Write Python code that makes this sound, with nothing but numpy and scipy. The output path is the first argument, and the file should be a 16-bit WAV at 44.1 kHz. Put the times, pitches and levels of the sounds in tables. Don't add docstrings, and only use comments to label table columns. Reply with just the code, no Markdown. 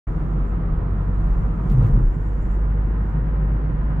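import sys
import numpy as np
from scipy import signal
from scipy.fft import rfft, irfft
from scipy.io import wavfile

SR = 44100
rng = np.random.default_rng(int(sys.argv[2]) if len(sys.argv) > 2 else 0)


def digitize_waveform(pressure):
    field = np.atleast_2d(pressure).T
    bounded = np.clip(field, -1, 1)
    quanta = np.round(bounded * 32767).astype(np.int16)
    wavfile.write(sys.argv[1], SR, quanta)


N = 176400
TIME = np.arange(N) / SR
FREQ = np.fft.rfftfreq(N, 1 / SR)

# frequency_hz, level_db
STEEL_RUSH = [(50, -20.5), (110, 3.5), (180, 4), (235, -0.5), (280, -9), (340, -7.5), (480, -15),
              (700, -18.5), (950, -20.5), (1400, -24), (2200, -39), (3500, -53), (6000, -65)]
# frequency_hz, left_minus_right_db
CABIN_BALANCE = [(40, 0.5), (190, -0.5), (340, 4), (520, 3), (690, -4), (780, 1.5), (1000, -4), (1110, -3),
                 (1250, -4), (1700, -1), (2400, -0.5), (3050, 2.5), (4000, -4), (7000, -9), (8300, -4.5),
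                 (9600, -18), (12000, -10.5)]


def engine(waver_db=.97, overtone_waver_db=2.5, drone_hz=151.5, drone_width_hz=3.2, drone_db=15):
    # time_s, firing_hz
    firing = [(0, 47.53), (.6, 48.1), (1.2, 47.84), (1.8, 48.97), (2.5, 49.36), (3.2, 50.15), (4, 50.81)]
    # time_s, level_db
    load = [(0, -31), (.25, -23.5), (.7, -24.5), (1.0, -19.5), (1.3, -19), (1.5, -23), (2.1, -23),
            (2.7, -19.5), (3.4, -22), (4, -19.5)]
    # firing_multiple, level_against_boom_db, change_at_speed_db
    overtones = [(2, -14, -10.5), (3, -25, 0.5), (4, -24, 0), (5, -31.5, 6)]
    hz = curve(firing)
    angle = 2 * np.pi * np.cumsum(hz) / SR
    lag_s = np.array([[.0004], [0]])
    out = np.sin(angle - 2 * np.pi * hz * lag_s) * amp(waver_db * drift(rate_hz=2.1))
    sped_up = np.clip((hz - 50) / .4 + .5, 0, 1)
    for order, db, change_db in overtones:
        resonance_db = drone_db / (1 + ((order * hz - drone_hz) / (drone_width_hz / 2)) ** 2)
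        tone = np.sin(order * angle + 2 * np.pi * rng.random())
        out += tone * amp(db + change_db * sped_up + resonance_db + overtone_waver_db * drift(rate_hz=4.9))
    return np.sqrt(2) * out * amp(curve(load)) * pan(db=-.5)


def joint():
    # middle_s, half_length_s, level_db
    crossings = [(1.728, 0.023, -31), (1.835, .055, -25), (1.965, .07, -28)]
    # middle_s, peak_db, pitch_hz
    thumps = [(1.706, -13.5, 42.2), (1.814, -14.5, 43.3), (1.945, -8, 43.3), (2.065, -8.5, 38.3)]
    # start_s, peak_db, pitch_hz
    slaps = [(1.652, -12, 150), (1.706, -16.5, 151), (1.859, -18.5, 153), (1.894, -13, 125),
             (1.927, -18.5, 177), (1.968, -16.5, 141.4), (2.163, -19, 135.6)]
    # start_s, length_s, peak_db, first_rate_hz, last_rate_hz
    rib_runs = [(1.724, 0.105, -12, 129.6, 122.9), (1.805, .082, -11.5, 111.6, 104.6),
                (1.92, 0.14, -20.5, 104.5, 134.8)]
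    rush = cabin_noise(STEEL_RUSH)
    plate_ring = amp(-21) * ringing(hz=449, width_hz=35)
    out = (rush + plate_ring) * swells(crossings)
    for middle_s, db, hz in thumps:
        out += amp(db) * body_thump(middle_s, hz)
    for start_s, db, hz in slaps:
        add(out, start_s, amp(db) * tyre_slap(hz))
    for start_s, length_s, db, first_hz, last_hz in rib_runs:
        add(out, start_s, amp(db) * rib_drum(length_s, first_hz, last_hz))
    return out + clatter() + knock()


def body_thump(middle_s, hz, width_s=.021):
    t = TIME - middle_s
    return np.exp(-.5 * (t / width_s) ** 2) * np.sin(2 * np.pi * hz * t)


def tyre_slap(hz, rise_s=.0075, grit=.21):
    t = np.arange(SR // 3) / SR
    swell = (t / rise_s * np.exp(1 - t / rise_s)) ** 2
    return swell * (np.sin(2 * np.pi * hz * t) + grit * cabin_noise(STEEL_RUSH)[:, :len(t)])


def rib_drum(length_s, first_hz, last_hz, roughness=.26, octave_db=-21):
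    progress = np.linspace(0, 1, round(length_s * SR))
    angle = 2 * np.pi * np.cumsum(first_hz + (last_hz - first_hz) * progress) / SR
    note = np.sin(angle) + amp(octave_db) * np.sin(2 * angle)
    swell = np.sqrt(abs(np.sin(np.pi * progress)))
    return swell * note * (1 + roughness * drift(rate_hz=47)[:len(note)])


def clatter(clicks_per_s=600, spread_db=3):
    # frequency_hz, level_db
    colour = [(500, -17), (1500, 2.5), (2500, 2), (4000, -8.5), (6500, -24.5), (9000, -27.5), (15000, -36)]
    # middle_s, half_length_s, level_db
    bursts = [(1.72, 0.029, -55.5), (1.835, 0.043, -57.5)]
    hits = rng.random((2, N)) < clicks_per_s / SR
    sizes = amp(spread_db * np.minimum(rng.exponential(1, (2, N)), 3))
    clicks = hits * sizes * rng.choice([-1, 1], (2, N))
    side_db = spectrum(CABIN_BALANCE) / 2
    response = amp(spectrum(colour) + np.array([side_db, -side_db]))
    return unit(irfft(rfft(clicks) * response, N)) * swells(bursts)


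def knock(at_s=1.702, edge_s=.00004, body_s=.00011):
    edge, body = (TIME - at_s) / edge_s, (TIME - at_s) / body_s
    return amp(-33.5) * (edge * np.exp(-edge ** 2) + amp(-1) * body * np.exp(-body ** 2))


def road_rumble(lumps_db=.2):
    # frequency_hz, level_db
    colour = [(10, -27.5), (24, -12), (34, -7), (44, 1.5), (62, -1), (75, -5), (100, -4), (135, -1.5),
              (168, -7), (200, -9), (270, -17), (330, -15.5), (400, -19.5), (500, -21.5), (640, -31),
              (900, -45.5), (2000, -94)]
    # time_s, level_db
    level = [(0, -27), (.6, -26), (1.2, -27), (1.65, -25), (2.1, -28), (2.5, -28.5), (3.0, -28),
             (3.5, -26.5), (4, -28)]
    return cabin_noise(colour) * amp(curve(level) - lumps_db * drift(rate_hz=4))


def wheels():
    # time_s, level_db
    hop_level = [(0, -37.5), (.5, -36.5), (.72, -23), (.95, -42.5), (1.3, -25.5), (1.65, -28.5),
                 (2.0, -26.5), (2.25, -31.5), (2.5, -34), (3.2, -30), (3.45, -43), (4, -33.5)]
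    # time_s, level_db
    hum_level = [(0, -34.5), (.55, -31), (1.1, -36.5), (1.7, -34), (2.2, -38), (2.8, -39.5), (3.5, -32.5),
                 (4, -33)]
    hop = ringing(hz=31.5, width_hz=5.6) * amp(curve(hop_level))
    hum = ringing(hz=161.8, width_hz=26) * amp(curve(hum_level))
    return hop + hum


def tyre_roar(span_from_s=1.85, crossfade_s=.059, flutter_db=.72):
    # frequency_hz, level_db
    approach = [(200, -31.5), (500, -10), (660, 2.5), (800, -1), (930, -2), (1100, -1.5), (1350, -1.5),
                (1650, -8), (2000, -14.5), (2400, -20), (2900, -24.5), (3600, -31.5), (4600, -40.5),
                (8000, -63.5)]
    # frequency_hz, level_db
    span = [(200, -31), (500, -3), (680, -0.5), (800, -2), (1000, -2), (1150, -4.5), (1450, -3.5),
            (1650, -7), (1900, -12), (2400, -20.5), (2900, -23.5), (3600, -33.5), (4600, -42.5),
            (8000, -62)]
    # time_s, level_db
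    level = [(0, -42), (.25, -42.5), (.6, -41.5), (1.2, -41.5), (1.6, -41.5), (1.95, -44.5), (2.15, -44),
             (2.6, -42.5), (3.1, -42), (3.5, -41.5), (4, -41)]
    on_span = np.clip((TIME - span_from_s) / crossfade_s + .5, 0, 1)
    roar = np.sqrt(1 - on_span) * cabin_noise(approach) + np.sqrt(on_span) * cabin_noise(span)
    return roar * amp(curve(level) + flutter_db * drift(rate_hz=22))


def trim_ticks():
    # start_s, level_db, centre_hz, width_octaves, decay_s, left_minus_right_db
    ticks = [(1.7165, -53.5, 15000, .2, 0.0042, -17), (1.716, -64, 6000, .4, 0.005, -12),
             (1.731, -62, 10000, .3, .005, -19.5), (1.782, -61.5, 4500, .4, .005, -6),
             (1.871, -62.5, 14700, .25, .007, -16), (1.869, -64, 6260, 0.16, 0.0046, -8),
             (3.265, -76.5, 5800, .3, .007, -12), (3.52, -79, 7100, .6, .008, -14),
             (3.897, -73.5, 8000, .6, .007, -12)]
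    out, t = np.zeros((2, N)), np.arange(SR // 10) / SR
    for start_s, db, hz, octaves, decay_s, pan_db in ticks:
        band = np.exp(-.5 * (np.log2((FREQ + 1) / hz) / octaves) ** 2)
        tick = shaped_noise(band)[:len(t)] * np.exp(-t / decay_s)
        add(out, start_s, amp(db) * pan(pan_db) * tick)
    return out


def trim_rustle(flutter_db=.7):
    # frequency_hz, level_db
    colour = [(2000, -4), (4000, -2), (6000, 1), (7400, 3), (8100, -2), (8700, -8), (9800, -5.5),
              (12000, -8.5), (15500, -13)]
    # time_s, level_db
    level = [(0, -70.5), (.22, -73), (.5, -75.5), (.75, -80), (1.35, -70.5), (1.6, -72.5), (1.72, -66.5),
             (1.87, -67), (2.0, -70.5), (2.35, -71.5), (2.52, -69.5), (2.65, -76), (3.0, -78), (3.1, -72.5),
             (3.2, -79.5), (4, -79)]
    return cabin_noise(colour) * amp(curve(level) + flutter_db * drift(rate_hz=30))


def trim_squeaks(bend=.07, jitter=.017, scratch_db=4):
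    # start_s, length_s, level_db, top_pitch_hz, left_minus_right_db
    squeaks = [(0.259, .15, -82.5, 7200, -3), (.44, .1, -78, 7420, 1.5), (.885, .05, -86.5, 10300, -16),
               (1.186, .045, -83, 11400, -16), (2.13, .04, -75, 7500, -7), (2.255, 0.058, -75, 7600, -2),
               (2.402, .08, -73.5, 7400, -8), (2.484, 0.099, -75, 7500, -5)]
    out = np.zeros((2, N))
    for start_s, length_s, db, top_hz, pan_db in squeaks:
        arch = abs(np.sin(np.linspace(0, np.pi, round(length_s * SR))))
        hz = top_hz * (1 - bend * (1 - arch) + jitter * drift(rate_hz=400)[:len(arch)])
        scratch = unit(amp(scratch_db * drift(rate_hz=250)[:len(arch)]))
        tone = np.sin(2 * np.pi * np.cumsum(hz) / SR)
        add(out, start_s, amp(db) * pan(pan_db) * scratch * np.sqrt(2 * arch) * tone)
    return out


def cabin_noise(colour):
    # frequency_hz, coherence
    likeness = [(30, 0.98), (110, 1), (180, 0.93), (300, 0.91), (480, .66), (650, 0.49), (1000, 0.099),
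                (1550, 0.28), (2500, .15), (8000, .3)]
    # frequency_hz, left_lead_rad
    lead = [(40, 0.52), (200, -0.49), (430, 1), (860, -0.07), (1210, -1.5), (1550, -3.5), (2070, -6),
            (2500, -6), (2840, -7.5)]
    # centre_hz, width_hz, lift_db
    standing_waves = [(223, 8.8, 2.5), (307, 16, 2.5), (480, 41, 2), (660, 67, -3.5), (938, 24, 3),
                      (1023, 50, 3.5), (1260, 56, 2.5), (1867, 56, 3.5)]
    left, diffuse = rfft(rng.standard_normal((2, N)))
    coherence, side_db = spectrum(likeness), spectrum(CABIN_BALANCE) / 2
    right = (coherence * left + np.sqrt(1 - coherence ** 2) * diffuse) * np.exp(-1j * spectrum(lead))
    sides = np.array([left * amp(side_db), right * amp(-side_db)])
    waves_db = sum(db / (1 + (2 * (FREQ - hz) / width) ** 2) for hz, width, db in standing_waves)
    return unit(irfft(sides * amp(spectrum(colour) + waves_db), N))


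def ringing(hz, width_hz):
    return shaped_noise(1 / (1 + ((FREQ - hz) / (width_hz / 2)) ** 4))


def drift(rate_hz):
    return shaped_noise(1 / (1 + (FREQ / rate_hz) ** 4))


def shaped_noise(response):
    return unit(irfft(rfft(rng.standard_normal(N)) * response, N))


def swells(rows):
    return sum(amp(db) / (1 + ((TIME - middle_s) / half_s) ** 4) for middle_s, half_s, db in rows)


def curve(points):
    return np.interp(TIME, *np.transpose(points))


def spectrum(points):
    hz, value = np.transpose(points)
    return np.interp(np.log(FREQ + 1), np.log(hz + 1), value)


def amp(db):
    return 10 ** (np.asarray(db) / 20)


def unit(x):
    return x / np.sqrt(np.mean(x ** 2) + 1e-20)


def pan(db):
    return amp([[db / 2], [-db / 2]])


def add(mix, start_s, sound):
    part = mix[:, round(start_s * SR):][:, :sound.shape[-1]]
    part += sound[..., :part.shape[1]]


def scene():
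    driving = engine() + wheels() + road_rumble() + tyre_roar() + trim_rustle()
    return driving + joint() + trim_ticks() + trim_squeaks()


def record(dry, open_at_s=.069, fade_s=.004, cutoff_hz=15700):
    opened = dry * np.clip((TIME - open_at_s) / fade_s, 0, 1)
    lowpass = signal.firwin(511, cutoff_hz, window=("kaiser", 9), fs=SR)
    return signal.oaconvolve(opened, lowpass[None], "same")


dry = scene()
out = record(dry)
digitize_waveform(out)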